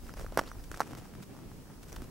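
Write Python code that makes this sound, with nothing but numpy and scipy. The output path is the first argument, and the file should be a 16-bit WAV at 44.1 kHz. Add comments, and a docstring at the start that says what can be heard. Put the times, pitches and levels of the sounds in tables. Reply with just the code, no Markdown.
"""Handling a plastic camera on a salt flat

A small camera is held out in the open. As the grip shifts, the case catches and slips in two clusters
of dry knocks, with lighter ticks, creaks and short finger rubs around them. The moving hand rumbles
in the body; light wind, microphone hiss and the camera's own thin whirs and whine lie underneath."""
import sys
import numpy as np
from scipy import signal
from scipy.fft import rfft, irfft, next_fast_len
from scipy.io import wavfile
from scipy.ndimage import map_coordinates

SR = 44100
rng = np.random.default_rng(int(sys.argv[2]) if len(sys.argv) > 2 else 0)


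def store_pcm(level_fs):
    """Save levels as 16-bit WAV."""
    pcm = np.round(np.clip(level_fs, -1, 1) * 32767).astype(np.int16)
    wavfile.write(sys.argv[1], SR, np.atleast_2d(pcm).T)


N = 92610

# Stereo width of each noise layer. Each entry: layer name, side level against mid in dB.
WIDTH_DB = {"rumble": -10.5, "wind": -5, "hiss": 3, "rub": -4.5, "crack": -10}


def amp(db):
    """Decibels to gain."""
    return 10 ** (np.asarray(db) / 20)


def unit(x):
    """Scale to rms 1."""
    return x / np.sqrt(np.mean(x ** 2) + 1e-20)


def fader(points):
    """A gain curve through (seconds, dB) points."""
    return amp(np.interp(np.arange(N) / SR, *np.transpose(points)))


def filtered(x, response):
    """Equalise x with a gain given as a function of Hz."""
    size = next_fast_len(N + 8192)
    return irfft(rfft(x, size) * response(np.fft.rfftfreq(size, 1 / SR)), size)[..., :N]


def noise(colour, side_db, narrow_above_hz=8400):
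    """Stereo noise of rms 1 with a (Hz, dB) colour; the two microphone ports sound more alike up high."""
    freqs, db = np.transpose(colour)
    white = rng.standard_normal((2, N))
    mid, side = filtered(white, lambda hz: amp(np.interp(np.log(hz + 1), np.log(freqs), db)))
    side = amp(side_db) * filtered(side, lambda hz: 1 / (1 + (hz / narrow_above_hz) ** 2))
    return unit(np.array([mid + side, mid - side]))


def wobble(per_s):
    """A smooth curve through per_s random points a second."""
    return map_coordinates(rng.standard_normal(4096), [np.arange(N) * per_s / SR], mode="wrap")


def add(track, start, sound):
    """Mix a sound into a track at start seconds."""
    part = track[max(0, int(start * SR)):][:len(sound)]
    part += sound[:len(part)]


def hand_rumble():
    """The moving hand sends low swells through the camera body."""
    # Pushes of the hand. Each row: time in seconds, level in dB.
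    swells = [(0.0, -47.5), (0.05, -40.5), (0.15, -54), (0.19, -38.5), (0.37, -50.5), (0.52, -49.5),
              (0.56, -43), (0.7, -45), (0.72, -43.5), (0.89, -69), (0.93, -51), (1.46, -59.5),
              (1.47, -50.5), (1.74, -60.5), (1.92, -45.5), (1.94, -41), (2.07, -49.5), (2.1, -50)]
    # Deep tone of the body. Each row: frequency in Hz, gain in dB.
    colour = [(10, -15), (22, -4.5), (38, -2), (55, -7), (85, -10), (140, -33), (400, -52)]
    return fader(swells) * noise(colour, WIDTH_DB["rumble"])


def wind(flutter_db=1.5):
    """Light wind rises, falls and flutters."""
    # Soft gusts. Each row: time in seconds, level in dB.
    gusts = [(0, -53), (.35, -49.5), (.66, -53.5), (.82, -51), (.93, -45), (1.04, -50), (1.2, -47.5),
             (1.32, -48.5), (1.52, -49.5), (1.8, -51.5), (2.1, -48.5)]
    # Dark tone of the wind. Each row: frequency in Hz, gain in dB.
    colour = [(30, -22), (70, -5.5), (130, 0), (250, -4.5), (400, -11), (700, -19.5), (1500, -28),
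              (3000, -31.5), (8000, -57)]
    return fader(gusts) * amp(flutter_db * wobble(24.99)) * noise(colour, WIDTH_DB["wind"])


def microphone_hiss(level_db=-62.5):
    """The microphone's steady, wide noise floor."""
    # Tone of the hiss. Each row: frequency in Hz, gain in dB.
    colour = [(200, -4.5), (1000, 1), (2500, -4.5), (4000, -1.5), (5200, 2), (7000, 0), (12000, -1),
              (16000, -5.5)]
    return amp(level_db) * noise(colour, WIDTH_DB["hiss"])


def case_push(hz, decay_cycles, rise_cycles=0.12, sag_per_cycle=0.09):
    """One slip shoves the case: a swing that sags in pitch and dies within a few cycles."""
    cycles = hz * np.arange(SR // 20) / SR
    phase = 2 * np.pi * np.log1p(sag_per_cycle * cycles) / sag_per_cycle
    swing = np.sin(phase) * (1 - np.exp(-cycles / rise_cycles)) ** 2 * np.exp(-cycles / decay_cycles)
    return swing / np.abs(swing).max()


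def case_ring():
    """The plastic case rings briefly, a little differently each time."""
    # Modes of the case. Each row: frequency in Hz, level in dB, seconds to fall by 60 dB.
    modes = [(194,-20.5,0.034), (533,-25,0.015), (780,-24,.018), (1323,-19,0.023), (1564,-18.5,0.0084),
             (5635,-30,0.028), (8640,-33.5,0.032)]
    t = np.arange(SR // 20) / SR
    ring = np.zeros_like(t)
    for hz, db, t60 in modes:
        envelope = amp(db + rng.normal() - 60 * t / t60)
        detune = 1 + 0.02 * rng.normal()
        ring += envelope * np.sin(2 * np.pi * hz * detune * t)
    return ring


def grip_creaks(slips_per_s=180, spread_db=3):
    """Tiny random slips under the grip push and ring the case in a faint creak."""
    # Swells of the creaking. Each row: time in seconds, level in dB.
    swells = [(0,-69), (.2,-58), (.45,-60.5), (.66,-68), (.9,-57.5), (1.15,-65.5), (1.28,-77), (1.38,-64.5),
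              (1.6,-74), (1.7,-60), (1.8,-69), (1.95,-64.5), (2.1,-66)]
    onsets = rng.random(N) < slips_per_s / SR
    strengths = amp(spread_db * np.clip(rng.standard_normal(N), -2, 2))
    slips = onsets * strengths * rng.choice([-1, 1], N)
    tick = case_push(hz=880, decay_cycles=0.37) + case_ring()
    return fader(swells) * unit(signal.fftconvolve(slips, tick)[:N])


def camera_tones(whine_hz=15625, whine_db=-79, jitter_hz=89):
    """The camera's electronics whine, steady and very high, under short, wavering whirs."""
    # Thin whirs and squeaks. Each row: start in seconds, length in seconds, pitch in Hz, level in dB.
    whirs = [(.03,0.033,4980,-67), (0.106,.045,5000,-66), (.42,0.049,5640,-67), (0.478,0.025,5100,-65),
             (0.503,0.038,5970,-64), (.58,0.05,5020,-68), (.665,.035,4800,-71), (1.9272,.003,5660,-44.5)]
    t = np.arange(N) / SR
    drift = np.cumsum(jitter_hz * wobble(300)) / SR
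    tones = amp(whine_db) * np.sin(2 * np.pi * whine_hz * t)
    for start, length, hz, db in whirs:
        envelope = np.sin(np.pi * np.clip((t - start) / length, 0, 1))
        tones += amp(db) * envelope * np.sin(2 * np.pi * (hz * t + drift))
    return np.sqrt(2) * tones  # makes the levels rms


def finger_rubs(attack_share=0.2, release_share=0.48, rough_db=4, slips_per_s=450):
    """Skin slides over plastic: a grainy scrape in the case and a hiss at the contact."""
    # Finger strokes. Each row: start in seconds, length in seconds, scrape in dB, hiss in dB.
    strokes = [(0.051, 0.084, -55, -61), (0.154, 0.1, -51, -56), (0.334, 0.047, -55, -62),
               (0.394, 0.076, -49.5, -62), (0.453, 0.069, -53, -58.5), (0.562, .06, -54.5, -71),
               (0.636, .016, -54, -54.5), (0.704, 0.11, -55, -58.5), (0.802, 0.051, -47.5, -56.5),
               (0.838, 0.12, -58, -61), (0.966, 0.042, -53.5, -55.5), (0.995, .13, -59.5, -65),
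               (1.219, 0.029, -53, -55.5), (1.826, 0.019, -52, -54.5), (1.875, 0.046, -58, -58.5),
               (1.917, 0.019, -54, -57.5), (1.925, .075, -53.5, -65), (2.018, 0.047, -60.5, -60.5)]
    # Dull tone of the scrape. Each row: frequency in Hz, gain in dB.
    scrape_colour = [(100, -28), (300, 7.5), (600, -5), (1400, -5), (2300, -11.5), (4000, -30), (9000, -35)]
    # Bright tone of the contact. Each row: frequency in Hz, gain in dB.
    hiss_colour = [(800, -25), (2500, 2.5), (4000, -3), (5500, 0.5), (7500, -1.5), (12000, -6.5),
                   (16000, -11)]
    t = np.arange(N) / SR
    scrape_gain, hiss_gain = np.zeros((2, N))
    for start, length, scrape_db, hiss_db in strokes:
        progress = (t - start) / length
        envelope = np.clip(np.minimum(progress / attack_share, (1 - progress) / release_share), 0, 1)
        scrape_gain += amp(scrape_db) * envelope
        hiss_gain += amp(hiss_db) * envelope
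    grain = unit(amp(rough_db * wobble(slips_per_s)))
    scrape = scrape_gain * noise(scrape_colour, WIDTH_DB["rub"])
    hiss = hiss_gain * noise(hiss_colour, WIDTH_DB["rub"])
    return grain * (scrape + hiss)


def case_knocks(bass_cut_hz=184, treble_cut_hz=2120, crack_s=0.001, tail_s=0.0073, tail_db=-14):
    """Each slip is a dry knock: a sharp crack, a shove and a brief ring of the case together."""
    # Slips of the case. Each row: start in seconds, relative knock level in dB, pitch in Hz,
    # decay in cycles, relative crack level in dB.
    slips = [(.068,-42,150,.5,-59), (0.0938,-35.5,1480,1,-57.5), (0.1388,-40,686,0.42,-49.5),
             (.1722,-35,785,0.34,-76), (0.1966,-36,970,.5,-54), (0.211,-34.5,610,0.77,-57),
             (0.2454,-34,584,0.97,-58.5), (0.2644,-34,1510,1.2,-59), (.323,-33.5,597,0.78,-55),
             (.374,-10,725,0.39,-31), (0.376,-18.5,1010,0.28,-38), (.3818,-22.5,1060,0.25,-48),
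             (.3863,-26,650,0.61,-46), (0.3891,-16.5,930,0.4,-37), (0.3926,-9.5,1210,0.52,-33.5),
             (0.396,-23,1280,1.3,-44), (.413,-29,660,0.72,-49), (.479,-40,1390,.8,-67),
             (.516,-32,1430,1.3,-54.5), (0.7155,-32,1700,1.7,-46), (0.7157,-33.5,450,0.61,-50),
             (0.743,-29.5,1650,1,-53), (0.7461,-42,1500,.6,-50), (0.7735,-37,990,.5,-45),
             (.7958,-35,1300,0.33,-49.5), (0.8045,-14,980,0.97,-37), (0.8082,-20,1210,0.83,-37.5),
             (.8172,-19.5,1310,0.47,-63), (.8747,-41,1110,.5,-55), (.9096,-37.5,1060,0.42,-52.5),
             (0.9335,-34,1020,0.59,-55), (0.9509,-37,1480,.5,-51), (1.138,-42.5,1410,0.35,-59.5),
             (1.152,-40.5,1710,0.49,-57), (1.203,-37,167,1.2,-77), (1.35,-44,920,1.3,-63),
             (1.366,-43,980,0.84,-57), (1.39,-43,1080,.7,-65), (1.516,-42,1110,0.78,-71),
             (1.928,-46,940,1,-47.5), (1.962,-44,1230,0.77,-45), (1.9654,-43,1070,2.1,-50),
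             (2.0198,-35.5,283,0.62,-50)]
    # Tone of the crack. Each row: frequency in Hz, gain in dB.
    crack_colour = [(300,0), (1500,5.5), (2800,0), (4200,-1), (5600,0.5), (7000,-3), (10000,-6.5),
                    (13000,-6.5), (16000,-16)]
    t = np.arange(SR // 20) / SR
    crack_envelope = np.exp(-t / crack_s) + amp(tail_db) * np.exp(-t / tail_s)
    pushes, rings, crack_power = np.zeros((3, N))
    for start, db, hz, decay_cycles, crack_db in slips:
        add(pushes, start, amp(db - 0.5) * case_push(hz, decay_cycles))
        add(rings, start, amp(db) * case_ring())
        add(crack_power, start, (amp(crack_db + 6) * crack_envelope) ** 2)
    # The case steeply damps the treble of each push and passes little bass.
    pushes = filtered(pushes, lambda hz: 1 / (1 + (hz / treble_cut_hz) ** 8))
    body = signal.lfilter(*signal.butter(3, bass_cut_hz, "high", fs=SR), pushes + rings)
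    cracks = np.sqrt(crack_power) * noise(crack_colour, WIDTH_DB["crack"])
    return body * amp([[-1.65], [1.65]]) + cracks  # the body sits a little to the right


def finger_swish(start_s=0.447, length_s=0.055, from_hz=2200, to_hz=5940, spread_hz=500, level_db=-56.5):
    """A finger speeds up over the case's texture, so its hiss rises in pitch."""
    progress = np.clip((np.arange(N) / SR - start_s) / length_s, 0, 1)
    hz = from_hz + (to_hz - from_hz) * progress + spread_hz * wobble(1800)
    hiss = unit(wobble(1200) * np.sin(2 * np.pi * np.cumsum(hz) / SR))
    return amp(level_db) * np.sin(np.pi * progress) * hiss


def scene():
    """The sounds of the grip over a bed of camera tones, rumble, wind and hiss."""
    grip = case_knocks() + grip_creaks() + finger_rubs() + finger_swish()
    grip *= amp([[-0.05], [0.05]])  # a hair to the right
    return grip + camera_tones() + hand_rumble() + wind() + microphone_hiss()


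def record(dry, top_hz=15900):
    """The camera keeps nothing above its band limit."""
    return filtered(dry, lambda hz: hz < top_hz)


dry = scene()
out = record(dry)
store_pcm(out)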